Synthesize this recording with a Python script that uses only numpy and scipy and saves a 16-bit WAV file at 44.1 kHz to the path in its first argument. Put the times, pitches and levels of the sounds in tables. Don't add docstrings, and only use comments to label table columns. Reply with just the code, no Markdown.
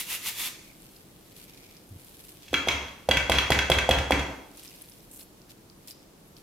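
import sys
import numpy as np
from scipy import signal
from scipy.fft import rfft, irfft
from scipy.io import wavfile

SR = 44100
rng = np.random.default_rng(int(sys.argv[2]) if len(sys.argv) > 2 else 0)


def store_pcm(level_fs):
    pcm = np.round(np.clip(level_fs, -1, 1) * 32767).astype(np.int16)
    wavfile.write(sys.argv[1], SR, np.atleast_2d(pcm).T)


def volts(x):
    e = np.asarray(x, float) / 20
    return 10 ** e


N = 283122

# (t/s, peak level/dB, pulse f/Hz, metal tick re peak/dB, whisk chatter/dB)
KNOCKS = [
    (2.529, -17, 487, -10, -41.5),
    (2.672, -14, 525, -14, -33.5),
    (3.087, -9.5, 570, -9.5, -37.5),
    (3.295, -8, 607, -7, -26.5),
    (3.502, -7, 540, -8, -35),
    (3.698, -7, 543, -9, -41.5),
    (3.889, -6.5, 595, -10.5, -39.5),
    (4.106, -6.5, 693, -12.5, -35.5),
]


def rms_one(x):
    return x / np.sqrt(np.mean(x ** 2) + 1e-20)


def at_hz(points, hz):
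    table_hz, values = np.transpose(points)
    return np.interp(np.log(hz), np.log(table_hz), values)


def band(x, low_hz, high_hz):
    edges_hz = [low_hz, min(high_hz, 0.45 * SR)]
    return signal.sosfilt(signal.butter(2, edges_hz, "band", fs=SR, output="sos"), x + 1e-18)


def shaped(x, spectrum):
    hz = np.maximum(np.arange(N // 2 + 1) * SR / N, 1)
    return irfft(rfft(x) * volts(at_hz(spectrum, hz)), N)


def ring(clicks, hz, t60_s):
    r = volts(-60 / (t60_s * SR))
    w = 2 * np.pi * hz / SR
    return signal.lfilter([0, np.sin(w)], [1, -2 * r * np.cos(w), r * r], clicks + 1e-18)


def resonant(x, peaks):
    total = 0
    for hz, width_hz, db in peaks:
        t60_s = np.log(1000) / (np.pi * width_hz)
        total = total + volts(db) * rms_one(ring(x, hz, t60_s))
    return rms_one(total)


def grains(per_s, spread_db):
    sizes = volts(spread_db * np.minimum(rng.exponential(1, N), 4)) * rng.choice([-1, 1], N)
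    return rms_one(sizes * (rng.random(N) < per_s / SR))


def dying(hits, t60_s):
    power = signal.lfilter([1], [1, -volts(-120 / (t60_s * SR))], hits ** 2 + 1e-18)
    return np.sqrt(power) * rng.standard_normal((2, N))


def swell(start_s, hold_s, db, rise_db_s, fall_db_s):
    t = np.arange(0, N + 32, 32) / SR
    climb_db = rise_db_s * np.maximum(start_s - t, 0)
    sink_db = fall_db_s * np.maximum(t - start_s - hold_s, 0)
    return np.interp(np.arange(N) / SR, t, volts(db - climb_db - sink_db))


def wide(pair):
    # (f/Hz, correlation)
    likeness = [(100, 0.94), (200, 0.88), (400, 0.68), (800, 0.12), (2000, 0.079), (5000, 0.057),
                (12000, 0.081)]
    size = pair.shape[1]
    hz = np.maximum(np.arange(size // 2 + 1) * SR / size, 1)
    alike = np.clip(at_hz(likeness, hz), 0, 1)
    mid, side = rfft(pair) * np.sqrt([1 + alike, 1 - alike])
    return irfft(np.array([mid + side, mid - side]), size) / np.sqrt(2)


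def background():
    # (f/Hz, density/dB)
    hum_spectrum = [(15, -57), (25, -6.5), (70, -13), (114, -8.5), (200, -7), (223, -12), (309, -7.5),
                    (416, -12.5), (503, -15), (1650, -26), (1940, -27.5), (5430, -29), (16000, -33)]
    # (t/s, length/s, level/dB)
    squeaks = [
        (1.22, .09, -72),
        (1.82, .08, -72),
        (5.22, .04, -66),
        (5.75, .055, -73),
        (5.818, 0.032, -69),
        (6.25, 0.073, -68.5),
    ]
    hum = wide(shaped(rng.standard_normal((2, N)), hum_spectrum))
    t = np.arange(N) / SR
    whistle = rms_one(ring(rng.standard_normal(N), 11400, 0.06))
    gain = 0
    for start_s, length_s, db in squeaks:
        corners_s = [start_s, start_s + 0.015, start_s + length_s, start_s + length_s + 0.02]
        gain = gain + volts(db) * np.interp(t, corners_s, [0, 1, 1, 0])
    return volts(-53.5) * rms_one(hum) + gain * whistle


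def rasp():
    # (full pressure t/s, hold/s, level/dB, plate tone re rasp/dB, singing spot f/Hz)
    rasp_strokes = [
        (-0.01, 0.02, -33, -9, 2180),
        (0.109, 0.045, -34, -5, 2800),
        (0.268, 0.024, -32.5, -6, 2140),
        (0.396, 0.08, -34, -6, 3460),
    ]
    # (f/Hz, density/dB)
    hiss_spectrum = [(350, -28), (600, -28), (1030, -13), (1490, -20), (2040, -8.5), (2800, -6.5),
                     (3040, -6), (4780, -10), (9360, -11), (11800, -7.5), (16000, -13)]
    # (f/Hz, width/Hz, level/dB)
    plate_modes = [(2330, 90, -4), (2450, 97, -5), (2700, 180, 8.5), (3450, 150, -3), (3500, 120, 3),
                   (4240, 140, 0), (6430, 200, -16)]
    teeth_modes = [(10500, 300, 5), (11500, 250, -7), (12700, 400, -3)]
    tearing = np.array([grains(per_s=9000, spread_db=2.5), 0.62 * grains(per_s=11000, spread_db=-1.5)])
    hiss = volts(3.0) * rms_one(wide(shaped(tearing, hiss_spectrum)))
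    catching = grains(per_s=2500, spread_db=3.0)
    plate = volts(-3.5) * resonant(catching, plate_modes)
    teeth = volts(-15.0) * resonant(catching, teeth_modes)
    out = np.zeros((2, N))
    for start_s, hold_s, db, plate_db, spot_hz in rasp_strokes:
        spot = volts(-11.5) * resonant(catching, [(spot_hz, 120, 0)])
        pressure = swell(start_s, hold_s, db, rise_db_s=294, fall_db_s=484)
        out += pressure * (hiss + teeth + volts(plate_db) * plate + spot)
    return out


def gloves():
    # (t/s, hold/s, rustle level/dB, brightness/dB, hollow tone/dB)
    moves = [(0.56, 0.14, -63.5, -1, 10), (0.83, 0.013, -62.5, 0, -12), (0.94, .025, -64.5, 1, -5),
             (1.24, 0.073, -71, -4, -4), (1.37, 0.041, -60, -1, -6), (1.5, 0.25, -60.5, -5, 1.5),
             (2.0, 0.22, -61, 2.5, -7), (2.285, 0.014, -57, 4, -18), (2.441, 0.15, -54.5, -10, -8),
             (4.6, 0.07, -51.5, -2, -36), (4.74, .1, -60, 0, -5), (4.89, 0.1, -68, 3, -5),
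             (5.14, .065, -69.5, 10, -20), (5.5, .02, -71, -3, -12), (5.885, .03, -67, 4, -20),
             (5.97, 0.046, -66, -6, -18), (6.2, 0.091, -77, 9, -10), (6.38, .04, -73, 6, -6)]
    # (t/s, length/s, level/dB, brightness/dB)
    brushes = [
        (1.359, 0.088, -59.5, 3),
        (5.111, 0.12, -70.5, 20),
        (5.186, .03, -54.5, 0),
        (5.491, 0.024, -51, -2.5),
        (5.873, 0.04, -49, 5),
        (6.364, 0.029, -56.5, -5),
    ]
    # (t/s, peak level/dB, f/Hz, fade/s)
    small_ticks = [(0.8205, -44, 9680, 0.0015), (0.9632, -44, 4340, 0.0015), (1.3894, -50, 2700, 0.0014),
                   (1.505, -55, 2230, 0.0015), (1.6305, -63, 2170, 0.0015), (1.767, -40.5, 5100, 0.0017),
                   (1.8907, -44, 8890, 0.0015), (2.0467, -42, 10500, 0.0015),
                   (2.0944, -46.5, 10300, 0.0015), (4.572, -36, 8600, 0.0015), (4.598, -42, 8360, 0.0019),
                   (4.6344, -41, 8100, 0.0015), (4.6775, -37, 5160, 0.0015), (4.7144, -45, 2420, 0.0016),
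                   (4.8185, -35, 10700, 0.0017), (4.897, -40, 9500, 0.0013), (4.92, -44, 4360, 0.0013),
                   (5.004, -45, 4440, 0.0011), (5.21, -41, 4220, 0.0021), (5.417, -47, 4140, 0.0016),
                   (5.4955, -49, 4220, 0.0015), (5.6986, -41.5, 4000, 0.0014), (5.882, -35, 4160, 0.0026),
                   (5.9082, -32, 4690, 0.0024), (6.3657, -40.5, 4170, 0.0018)]
    t = np.arange(N) / SR
    crinkle = np.array([grains(per_s=2500, spread_db=1.0), grains(per_s=2300, spread_db=10.0)])
    dull = rms_one(band(crinkle, 2300, 8000))
    bright = rms_one(band(crinkle, 6500, 14000))
    hollow = rms_one(band(crinkle[:, ::-1], 2100, 2500))
    flutter = volts(2.0 * rms_one(band(rng.standard_normal(N), 12.4, 41)))
    gains = np.array([swell(start_s, hold_s, db, rise_db_s=200, fall_db_s=182)
                      for start_s, hold_s, db, _, _ in moves]) * flutter
    bright_db, hollow_db = np.transpose(moves)[-2:]
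    out = gains.sum(0) * dull
    out += volts(bright_db) @ gains * bright
    out += volts(hollow_db - 5.5) @ gains * hollow

    frame = dull + volts(-23.0) * rms_one(band(crinkle, 4060, 4600))
    for start_s, length_s, db, brush_bright_db in brushes:
        end_s = start_s + length_s
        sweep = np.interp(t, [start_s, start_s + 0.0026, end_s, end_s + 0.022], [0.054, 1, 0.63, 0])
        out += sweep * volts(db) * (frame + volts(brush_bright_db) * bright)

    taps = np.zeros(N)
    for start_s, db, hz, fade_s in small_ticks:
        burst = rng.standard_normal(1500) * np.exp(-np.arange(1500) / (max(fade_s, 0.0003) * SR))
        click = band(burst, hz / 1.23, hz * 1.29) + volts(8.0) * band(burst, hz / 0.98, hz * 1.03)
        at = round(start_s * SR)
        taps[at:at + 1500] += volts(db) * click / np.abs(click).max()
    return wide(out), taps


def rocking():
    # (t/s, hold/s, level/dB, f/Hz, sway period/s)
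    rocks = [
        (1.908, 0.061, -45, 94, 0.058),
        (2.515, .06, -46, 76, 0.07),
        (2.68, 0.12, -41.5, 73.8, .08),
        (3.092, 0.12, -35.5, 68.6, .077),
        (3.305, 0.071, -31, 69.3, 0.073),
        (3.51, 0.1, -32.5, 71, 0.073),
        (3.71, 0.078, -31, 69.7, 0.061),
        (3.91, 0.084, -29.5, 71, .085),
        (4.125, 0.066, -31, 70, 0.092),
    ]
    wobble = rms_one(band(rng.standard_normal(N), 12.0, 16.3))
    rumble = rms_one(band(rng.standard_normal(N), 85, 165))
    out = np.zeros(N)
    for k, (start_s, hold_s, db, hz, sway_s) in enumerate(rocks):
        since_s = np.clip(np.arange(N) / SR - start_s, -0.1, 0.6)
        fall_db_s = 130 if k else 900
        level = swell(start_s, hold_s, db, 1497, fall_db_s)
        level = level * (1 + 0.4 * np.cos(2 * np.pi * since_s / sway_s))
        pitch_hz = (hz - 25.12 * since_s) * (1 + 0.066 * wobble)
        tone = np.sin(2 * np.pi * np.cumsum(pitch_hz) / SR)
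        out += level * (1.54 * tone + 0.48 * rumble)
    return out


def steel(ticks):
    # (t/s, peak level/dB, share below 2.6 kHz/dB, share above 5 kHz/dB)
    clanks = [(2.4417, -47, -20, -22.5), (2.481, -35, -19.5, -25.5), (2.5405, -9.5, -7.5, -26),
              (2.6847, -9.5, -6, -24.5), (2.8834, -34.5, -6.5, -28), (3.1114, -5.5, -11.5, -28),
              (3.1699, -13, -4, -21), (3.3184, -6, -11.5, -27), (3.3848, -7.5, -10.5, -26),
              (3.3972, -32, -13, -24), (3.5191, -8, -8.5, -24), (3.5892, -8.5, -11, -26),
              (3.717, -6.5, -10, -26.5), (3.7858, -12, -7, -22), (3.9102, -8, -7.5, -26),
              (3.9853, -19.5, -5.5, -19.5), (4.1205, -12, -6.5, -24), (4.1934, -23, -5, -19)]
    # (f/Hz, level/dB, t60/s)
    steel_modes = [(962.6, -23, 0.2), (1124, -33, 0.25), (1383, -18.5, 0.164), (1540, -4.5, 0.053),
                   (1760, -24, 0.1), (1955, -20, 0.11), (2003, -10.5, 0.15), (2120, -9.5, 0.16),
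                   (2271, -11, 0.31), (2320, -18, 0.129), (2610, -3.5, 0.098), (2700, -22, 0.69),
                   (2792, -8, 0.13), (3050, -17, 0.033), (3310, 5.5, 0.041), (3240, -16.5, 0.17),
                   (3310, -11.5, 0.28), (3160, -26, 0.13), (3870, -25.5, 0.35), (4100, -15, 0.16),
                   (4340, -21, 0.065), (4690, -22, 0.099), (5160, -25, 0.087), (6050, -40, .2),
                   (6034, -20, 0.057), (6830, -32, .2), (6780, -33, 0.14), (4730, -15.5, 0.058)]
    # (f/Hz, density/dB)
    clatter_spectrum = [(500, -43), (800, -12), (1010, 2.5), (1300, -5), (1550, -8.5), (2220, -0.5),
                        (2730, 1), (3400, -7.5), (4200, -10), (4600, -15.5), (6100, -12.5), (6900, -17),
                        (7300, -31), (16000, -27)]
    start_s, peak_db, low_db, high_db = np.transpose(clanks)
    at = np.round((start_s + 0.0003) * SR).astype(int)
    luck_db = 1.5 * rng.normal(0, 1, (len(at), len(steel_modes)))
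    shaking = np.zeros(N)
    for knock_s, _, _, _, chatter_db in KNOCKS:
        shaking += swell(knock_s + 0.052, 0.0203, chatter_db, rise_db_s=300.5, fall_db_s=102)
    chatter = grains(per_s=1830, spread_db=11.0) * shaking * volts(-26.5)

    clear = np.zeros(N)
    skid = (rng.random(luck_db.shape) * 0.003078 * SR).astype(int)
    for k, (hz, db, t60_s) in enumerate(steel_modes):
        share_db = np.where(hz < 2600, low_db + 10.5, np.where(hz > 5000, high_db + 32, 0))
        strength = volts(peak_db + share_db + luck_db[:, k])
        clicks = chatter + volts(1.0) * ticks
        clicks[at] += strength * (-1) ** k
        clicks[at + skid[:, k]] += 0.42 * strength
        clear += volts(db - 11.5) * ring(clicks, hz, 0.62 * t60_s)

    cracks, clangs, snaps = volts(-5.5) * ticks, volts(-15.0) * ticks, np.zeros(N)
    cracks[at] += volts(peak_db + high_db + 6.5)
    clangs[at] += volts(peak_db + low_db - 4.5)
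    snaps[at] = volts(peak_db + low_db + 10.5)
    clear += band(dying(snaps, 0.024)[0], 1480, 2710)
    dense = dying(clangs, 0.17) + shaking * rng.standard_normal((2, N))
    clatter = shaped(dense, clatter_spectrum) * volts([[7], [1.5]])
    return clear, wide(band(dying(cracks, 0.031), 2500, 13000) + clatter)


def dip(hz):
    length = 1.6 * SR / hz
    cycle = np.arange(int(length)) / length
    return -np.cos(2 * np.pi * 1.57 * (cycle - 0.5)) * np.sin(np.pi * cycle) ** 1.66


def thuds():
    # (f/Hz, level/dB, t60/s)
    body_modes = [(122, -6, 0.14), (279.4, -4, 0.063), (355, -22, 0.37), (514.6, 2, 0.025),
                  (658, -7, 0.082), (754, -7.5, 0.05), (957, -19, 0.058)]
    out, ticks, blows = np.zeros(N), np.zeros(N), np.zeros(N)
    luck = rng.normal(0, 1, (len(KNOCKS), len(body_modes)))
    for (start_s, db, hz, tick_db, _), chances in zip(KNOCKS, luck):
        at = round((start_s + 0.000817) * SR)
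        blow = np.zeros(SR // 3)
        pulses = [(0, dip(hz), 0), (0.0075, dip(0.75 * hz), -11.5), (0.0152, -dip(0.48 * hz), -11.5)]
        for late_s, pulse, gain_db in pulses:
            blow[int(late_s * SR):][:len(pulse)] += volts(db + gain_db) * pulse
        ticks[at + 70] = volts(db + tick_db)
        blows[at + 90] = volts(db)
        body = np.zeros(len(blow))
        for (mode_hz, mode_db, t60_s), chance in zip(body_modes, chances):
            strength = volts(mode_db - 40.5 + 5.3 * chance)
            body += strength * ring(blow, mode_hz * (1 + 0.01025 * chance), t60_s)
        out[at:at + len(blow)] += blow - body
    punch = band(dying(blows, 0.051)[0], 139, 590)
    boom = band(dying(blows, 0.69)[0], 150, 886)
    return out + punch + volts(-8.0) * boom, ticks


def ports(x):
    late = np.roll(band(x, 5700, 19000), round(0.0011 * SR))
    return x + volts(3.0) * late * [[1], [-1]]


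def kitchen(x):
    # (f/Hz, t60/s, level/dB)
    room_bands = [(124, 0.81, -7), (292, 0.83, -2), (650, 0.78, -5), (1576, 0.61, 2.5), (2960, 0.49, -3),
                  (6540, 0.65, 0), (12000, 0.28, -5.5)]
    t = np.arange(SR) / SR
    white = rng.standard_normal((2, 2, SR))
    tail = 0
    for k, (hz, t60_s, db) in enumerate(room_bands):
        decay = volts(-60 * t / t60_s) * np.clip((t - 0.003) / 0.018, 0, 1)
        noise = band(white[k % 2], hz / 1.724, hz * 1.265)
        tail = tail + volts(db) * noise * decay / np.sqrt(np.sum(decay ** 2))
    return signal.fftconvolve(x[None], wide(tail * volts([[0], [-3.0]])), axes=1)[:, :N]


def scene():
    strokes = rasp()
    rustle, taps = gloves()
    thud, ticks = thuds()
    metal, clatter = steel(ticks)
    near = thud * volts([[-0.6], [0.6]]) + ports(metal + taps) + strokes + clatter + rocking()
    to_room = volts(-1.5) * thud + volts(-0.5) * (metal + clatter[0])
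    to_room += volts(-6.0) * strokes[0] + volts(-4.5) * taps
    return near + kitchen(to_room) + rustle + background()


def top_cut(x):
    return signal.sosfilt(signal.butter(12, 17010, fs=SR, output="sos"), x)


def record(dry):
    rounded = 0.85 * np.tanh(dry / 0.9)
    low_pass = signal.cheby2(10, 60, 16900, fs=SR, output="sos")
    return top_cut(signal.sosfilt(low_pass, rounded))


dry = scene()
out = record(dry)
store_pcm(out)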